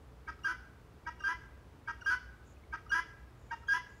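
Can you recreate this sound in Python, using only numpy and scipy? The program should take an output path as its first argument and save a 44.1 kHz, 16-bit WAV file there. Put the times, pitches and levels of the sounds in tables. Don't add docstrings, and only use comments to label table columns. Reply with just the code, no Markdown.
import sys
import numpy as np
from scipy import signal
from scipy.fft import rfft, irfft
from scipy.io import wavfile
from scipy.ndimage import uniform_filter1d

SR = 44100
rng = np.random.default_rng(int(sys.argv[2]) if len(sys.argv) > 2 else 0)


def log_audio(samples):
    frames = np.atleast_2d(samples).T
    limited = np.clip(frames, -1, 1)
    pcm = np.round(limited * 32767).astype(np.int16)
    wavfile.write(sys.argv[1], SR, pcm)


N = 176400
NOTE_T = np.arange(SR // 4) / SR


def from_db(db):
    return 10 ** (np.asarray(db) / 20)


def rms_one(x):
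    return x / np.sqrt(np.mean(x ** 2) + 1e-20)


def add(out, start_s, x):
    i = int(start_s * SR)
    out[i:i + len(x)] += x[:len(out) - i]


def coloured(x, points):
    hz, db = np.transpose(points)
    f = np.maximum(np.fft.rfftfreq(len(x), 1 / SR), 1)
    gain = from_db(np.interp(np.log(f), np.log(hz), db))
    return rms_one(irfft(rfft(x) * gain, len(x)))


def band_noise(hz, width_hz, size):
    f = np.fft.rfftfreq(size, 1 / SR)
    bell = np.exp(-2 * ((f - hz) / width_hz) ** 2)
    return rms_one(irfft(rfft(rng.standard_normal(size)) * bell, size))


def resonate(x, hz, width_hz):
    r = np.exp(-np.pi * width_hz / SR)
    zeros = np.array([1, 0, -1]) * (1 - r * r) / 2
    poles = [1, -2 * r * np.cos(2 * np.pi * hz / SR), r * r]
    return signal.lfilter(zeros, poles, x + 1e-18)


def lowpass(x, cut_hz):
    return signal.sosfilt(signal.butter(2, cut_hz, fs=SR, output="sos"), x)


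def envelope(length_s, attack_s, release_s):
    rise = np.sin(np.pi / 2 * np.clip(NOTE_T / attack_s, 0, 1)) ** 2
    fall = np.sin(np.pi / 2 * np.clip((length_s - NOTE_T) / release_s + .5, 0, 1)) ** 2
    return rise * fall


ATTACK_S, RELEASE_S = 0.0072, 0.0041
CHIRP_HZ, CHIRP_DB, CHIRP_LEAD_S, CHIRP_S = 2255, -57.5, .009, 0.019

# start in seconds, length in s, upper voice length in s, upper level in dB,
# lower start pitch in Hz, lower level in dB, lower roughness 0-1, rasp level in dB.
SHORT_NOTES = [(0.274, 0.033, 0.031, -42, 946, -48.5, .8, -42),
               (1.062, 0.036, 0.021, -42, 961, -41.5, 0, -44.5),
               (1.873, 0.045, 0.039, -39, 946, -47.5, 0.47, -42),
               (2.724, 0.039, 0.026, -40, 956, -48.5, 0.66, -41.5),
               (3.507, 0.039, 0.014, -38.5, 941, -38.5, 0.31, -48)]
# start in seconds, break after s, length in s, clear pitch and level midway to the break
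# in Hz and dB, pitch at the break in Hz, level after it in dB, lower voice in dB, rasp in dB before its offset,
# hiss in dB from the break on, start offset in dB (hiss, rasp and undertone).
LONG_NOTES = [(0.443, 0.033, 0.086, 1603, -31, 1481, -36.5, -46, -38.5, -55, -4),
              (1.235, 0.048, 0.097, 1591, -32.5, 1619, -35.5, -38.5, -37, -55, -7),
              (2.058, 0.045, 0.095, 1605, -29.5, 1480, -29.5, -42.5, -38.5, -51.5, -4),
              (2.913, .030, .090, 1614, -28, 1622, -32.5, -37.5, -37.5, -50.5, -3),
              (3.681, .054, .100, 1622, -28.5, 1657, -37.5, -37, -37, -49.5, -13)]
# start in seconds, length in s, start pitch in Hz, glide in Hz per s, level in dB.
SQUEAKS = [(.433, 0.02, 2835, 0, -52.5), (1.194, 0.017, 2810, 0, -58), (1.219, 0.022, 2800, 500, -56.5),
           (2.009, 0.009, 2827, 8, -53.5), (2.045, 0.018, 2840, 4, -54), (2.893, 0.027, 2880, -500, -51.5),
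           (3.672, .018, 3160, 12000, -57)]
PEEPS = [(.388, 0.014, 1290, 0, -58.5), (1.202, 0.013, 1590, -1000, -47.5),
         (1.203, 0.028, 1276, -3000, -53.5), (2.015, .016, 1630, -17000, -46.5),
         (2.861, 0.011, 1320, -9000, -52), (2.901, 0.013, 1440, 0, -43.5),
         (3.630, 0.016, 1345, -3000, -58.5)]
SQUEAK_HARMONICS = [3.5, -4, -21.5, -31]
PEEP_HARMONICS = [0, -26, -27, -22]


def guinea_fowl():
    out = np.zeros(N)
    for start_s, *note in SHORT_NOTES:
        chirp = voice(CHIRP_HZ, 0, [0], rough=0.27) * envelope(CHIRP_S, ATTACK_S, RELEASE_S)
        add(out, start_s - CHIRP_LEAD_S, from_db(CHIRP_DB) * chirp)
        add(out, start_s, short_note(*note))
    for start_s, *note in LONG_NOTES:
        add(out, start_s, long_note(*note))
    for table, harmonics in ((SQUEAKS, SQUEAK_HARMONICS), (PEEPS, PEEP_HARMONICS)):
        for start_s, length_s, hz, glide_hz_per_s, db in table:
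            tone = voice(hz, glide_hz_per_s, harmonics, rough=0.087)
            add(out, start_s, from_db(db) * tone * envelope(length_s, attack_s=0.0056, release_s=0.014))
    return out


LOWER_HZ, LOWER_RISE_HZ_PER_S, LOWER_LEAD_S = 969, 800, 0.003154
CLEAR_RISE_HZ_PER_S, CLEAR_SWELL_DB_PER_S = 450, 66
BROKEN_RISE_HZ_PER_S, BROKEN_EARLY_END_S = 900, 0.0059
RASP_OFFSET_DB, HISS_RELEASE_S = -2.5, 0.061
CATCH_HZ, CATCH_DB, CATCH_S = 1239, -38, 0.012

CLEAR_HARMONICS = [0.5, -25, -26, -42, -54, -46, -52]
UPPER_HARMONICS = [1.5, -27, -28.5, -38.5, -52, -42.5, -49]
LOWER_HARMONICS = [-0.5, -7.5, -21.5, -35, -35.5, -34.5]


def long_note(break_s, length_s, clear_hz, clear_db, broken_hz, broken_db, lower_db, rasp_db, hiss_db, start_db):
    out = np.zeros(len(NOTE_T))
    rasp, hiss = rattle()
    strain = np.clip(NOTE_T / break_s, 0, 1)
    after_s = length_s - break_s

    swell = from_db(clear_db + CLEAR_SWELL_DB_PER_S * break_s * (strain - .5))
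    start_hz = clear_hz - CLEAR_RISE_HZ_PER_S * break_s / 2
    clear_rough = .06 + .16 * strain ** 2
    clear = voice(start_hz, CLEAR_RISE_HZ_PER_S, CLEAR_HARMONICS, rough=clear_rough, flutter_hz=520)
    add(out, 0, swell * clear * envelope(break_s + 0.0013, attack_s=0.0092, release_s=0.0031))

    undertone = voice(CATCH_HZ, 0, [0], rough=0.4) * envelope(CATCH_S, attack_s=0.0028, release_s=0.0076)
    add(out, 0, from_db(CATCH_DB + start_db) * undertone)

    broken = voice(broken_hz, BROKEN_RISE_HZ_PER_S, UPPER_HARMONICS, rough=.45)
    broken *= envelope(after_s - BROKEN_EARLY_END_S, ATTACK_S, release_s=0.0058)
    add(out, break_s, from_db(broken_db) * broken)

    lower = voice(LOWER_HZ, LOWER_RISE_HZ_PER_S, LOWER_HARMONICS, rough=0.091)
    lower *= envelope(after_s + LOWER_LEAD_S, attack_s=0.014, release_s=RELEASE_S)
    add(out, break_s - LOWER_LEAD_S, from_db(lower_db) * lower)

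    rasp_gain = from_db(rasp_db + (RASP_OFFSET_DB + start_db) * (1.5 - strain ** 2))
    add(out, 0, rasp_gain * rasp * envelope(length_s, ATTACK_S, release_s=0.025))
    hiss_gain = from_db(hiss_db + start_db * (1 - strain))
    add(out, 0, hiss_gain * hiss * envelope(length_s, ATTACK_S, HISS_RELEASE_S))
    return out


SHORT_UPPER_HZ = 1598
SHORT_HISS_DB, SHORT_HISS_CUT_HZ = -60, 7000


def short_note(length_s, upper_length_s, upper_db, lower_hz, lower_db, lower_rough, rasp_db):
    rasp, hiss = rattle()
    hiss = lowpass(hiss, SHORT_HISS_CUT_HZ)
    upper = from_db(upper_db) * voice(SHORT_UPPER_HZ, 0, UPPER_HARMONICS, rough=.35)
    upper *= envelope(upper_length_s, attack_s=.006, release_s=0.016)
    lower = from_db(lower_db) * voice(lower_hz, -300, LOWER_HARMONICS, rough=lower_rough)
    body = lower + from_db(rasp_db) * rasp + from_db(SHORT_HISS_DB) * hiss
    return upper + body * envelope(length_s, attack_s=0.016, release_s=0.01)


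def voice(hz, glide_hz_per_s, harmonics, rough, jitter=0.037, shimmer_db=3, flutter_hz=420):
    size = len(NOTE_T)
    pitch_hz = (hz + glide_hz_per_s * NOTE_T) * (1 + jitter * rough * band_noise(0, flutter_hz, size))
    phase = 2 * np.pi * np.cumsum(pitch_hz) / SR
    tone = sum(from_db(db) * np.sin((k + 1) * phase) for k, db in enumerate(harmonics))
    return rms_one(tone * from_db(shimmer_db * rough * band_noise(0, flutter_hz, size)))


RATTLE_PER_S, RATTLE_RISE_HZ_PER_S, RATTLE_JITTER = 312, 300, .035
BUZZ_SHARE = 0.54

# frequency in Hz, width per pass in Hz, level in dB.
THROAT = [(363.4, 97, -11.5), (943, 124, -10), (1295, 203, 3), (1488, 123, -3), (1698, 160, -5),
          (1937, 57, -13.5), (2294, 230, -13)]
# frequency in Hz, relative filter gain in dB.
HISS = [(1000, -39), (2000, 2), (2600, 3), (2900, 4.5), (3100, -8), (3350, 1.5), (3900, -14), (4200, -9),
        (4480, -5), (4950, 3), (5500, 3), (6350, 0), (6800, -10), (8800, -23), (10200, -8), (11500, -13),
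        (12800, -29), (15500, -22)]


def rattle(hiss_depth=0.43, uneven=0.63):
    size = len(NOTE_T)
    rate_hz = RATTLE_PER_S + RATTLE_RISE_HZ_PER_S * NOTE_T
    rate_hz = rate_hz * (1 + RATTLE_JITTER * band_noise(0, 500, size))
    cycles = rng.random() + np.cumsum(rate_hz) / SR
    pulses = np.diff(np.floor(cycles), prepend=0) * (1 + uneven * rng.standard_normal(size))

    rasp = np.zeros(size)
    for k, (hz, width_hz, db) in enumerate(THROAT):
        ring = resonate(resonate(pulses, hz, width_hz), hz, width_hz)
        rasp += (-1) ** k * from_db(db) * ring
    rasp = rms_one(rasp)
    rasp = rasp / np.sqrt(uniform_filter1d(rasp ** 2, size=700) + 0.0084)

    air = rng.standard_normal(size) * (1 + hiss_depth * np.cos(2 * np.pi * cycles))
    return rasp, coloured(air + BUZZ_SHARE * rms_one(pulses), HISS)


GROUND_DIP_HZ, GROUND_DIP_WIDTH_HZ, GROUND_DIP_DEPTH = 2120, 330, 0.55


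def lawn_bounce(x):
    return x - GROUND_DIP_DEPTH * resonate(x, GROUND_DIP_HZ, GROUND_DIP_WIDTH_HZ)


NEAR_WALL_S, NEAR_WALL_DB, NEAR_WALL_HZ, NEAR_WALL_WIDTH_HZ = 0.025, -4.5, 1978.5, 280


def near_wall(x):
    out = np.zeros(N)
    echo = resonate(x, NEAR_WALL_HZ, NEAR_WALL_WIDTH_HZ)
    echo = resonate(echo, NEAR_WALL_HZ, NEAR_WALL_WIDTH_HZ)
    add(out, NEAR_WALL_S, from_db(NEAR_WALL_DB) * echo)
    return out


SCATTER_DELAY_S = 0.015

# delay in seconds, level in dB.
ECHOES = [(.029, -20), (.037, -18), (.098, -28.5), (.135, -27.5), (.21, -35.5)]
# frequency in Hz, tail level before the band filter in dB, t60 in s.
SCATTER = [(405, -15, 0.67), (1009, -19, 0.91), (1580, -20.5, 0.72), (2190, -12.5, 0.84), (3200, -4, 0.3),
           (5460, -10.5, 0.51), (11000, -20, .3)]


def garden(x):
    t = np.arange(SR) / SR
    response = np.zeros(SR)
    for delay_s, db in ECHOES:
        response[int(delay_s * SR)] += from_db(db)
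    hz, level_db, t60_s = np.transpose(SCATTER)
    edges_hz = np.geomspace(250, 16000, 13)
    for low_hz, high_hz in zip(edges_hz, edges_hz[1:]):
        centre_hz = np.sqrt(low_hz * high_hz)
        decay = from_db(-60 * t / np.interp(centre_hz, hz, t60_s))
        tail = rng.standard_normal(SR) * decay * (t > SCATTER_DELAY_S)
        tail *= from_db(np.interp(centre_hz, hz, level_db)) / np.sqrt(np.sum(tail ** 2))
        band = signal.butter(2, [low_hz, high_hz], "band", fs=SR, output="sos")
        response += signal.sosfilt(band, tail)
    return signal.fftconvolve(x, response)[:N]


LISP_HZ, LISP_WIDTH_HZ = 6920, 930

# start in seconds, length in s (notes are cut at 0.25 s), level in dB.
LISPS = [(2.442, 0.095, -74.5), (3.377, 0.34, -81.5), (3.876, 0.13, -79)]
# start in seconds, pitch in Hz, level in dB.
PIPS = [(2.566, 2520, -65), (2.635, 2180, -63)]


def small_bird():
    out = np.zeros(N)
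    for start_s, length_s, db in LISPS:
        lisp = band_noise(LISP_HZ, LISP_WIDTH_HZ, len(NOTE_T))
        add(out, start_s, from_db(db) * lisp * envelope(length_s, attack_s=0.028, release_s=.04))
    for start_s, hz, db in PIPS:
        pip = voice(hz, 0, [0], rough=.5)
        add(out, start_s, from_db(db) * pip * envelope(length_s=0.0076, attack_s=.003, release_s=.006))
    return out


TRAFFIC_DB = -55.5

# frequency in Hz, relative filter gain in dB.
TRAFFIC = [(20, -24.5), (36, -25), (48, -4), (62, 2.5), (80, -5.5), (120, -10), (170, -15), (260, -17),
           (420, -19), (650, -24), (1200, -25.5), (2200, -34), (4000, -40.5), (8000, -47), (15500, -52)]
# frequency in Hz, level before the swell in dB.
HUM = [(61.5, -61.5), (120, -68), (441, -77)]
# time in seconds, gain in dB.
HUM_LEVEL = [(0, 0), (.6, 1), (1.1, -1), (1.8, 0), (2.1, -7), (2.55, -7), (2.8, 3), (3.3, 4), (4, -1)]


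def traffic():
    rumble = from_db(TRAFFIC_DB) * coloured(rng.standard_normal(N), TRAFFIC)
    hum = sum(from_db(db) * band_noise(hz, width_hz=5.9, size=N) for hz, db in HUM)
    swell = from_db(np.interp(np.arange(N) / SR, *np.transpose(HUM_LEVEL)))
    return rumble + swell * hum


def scene():
    bird = guinea_fowl()
    echoes = near_wall(bird) + garden(bird)
    return (lawn_bounce(bird) + echoes + small_bird() + traffic())[None]


CUTOFF_HZ = 15700


def record(dry):
    return signal.sosfilt(signal.ellip(12, .1, 80, CUTOFF_HZ, fs=SR, output="sos"), dry)


dry = scene()
out = record(dry)
log_audio(out)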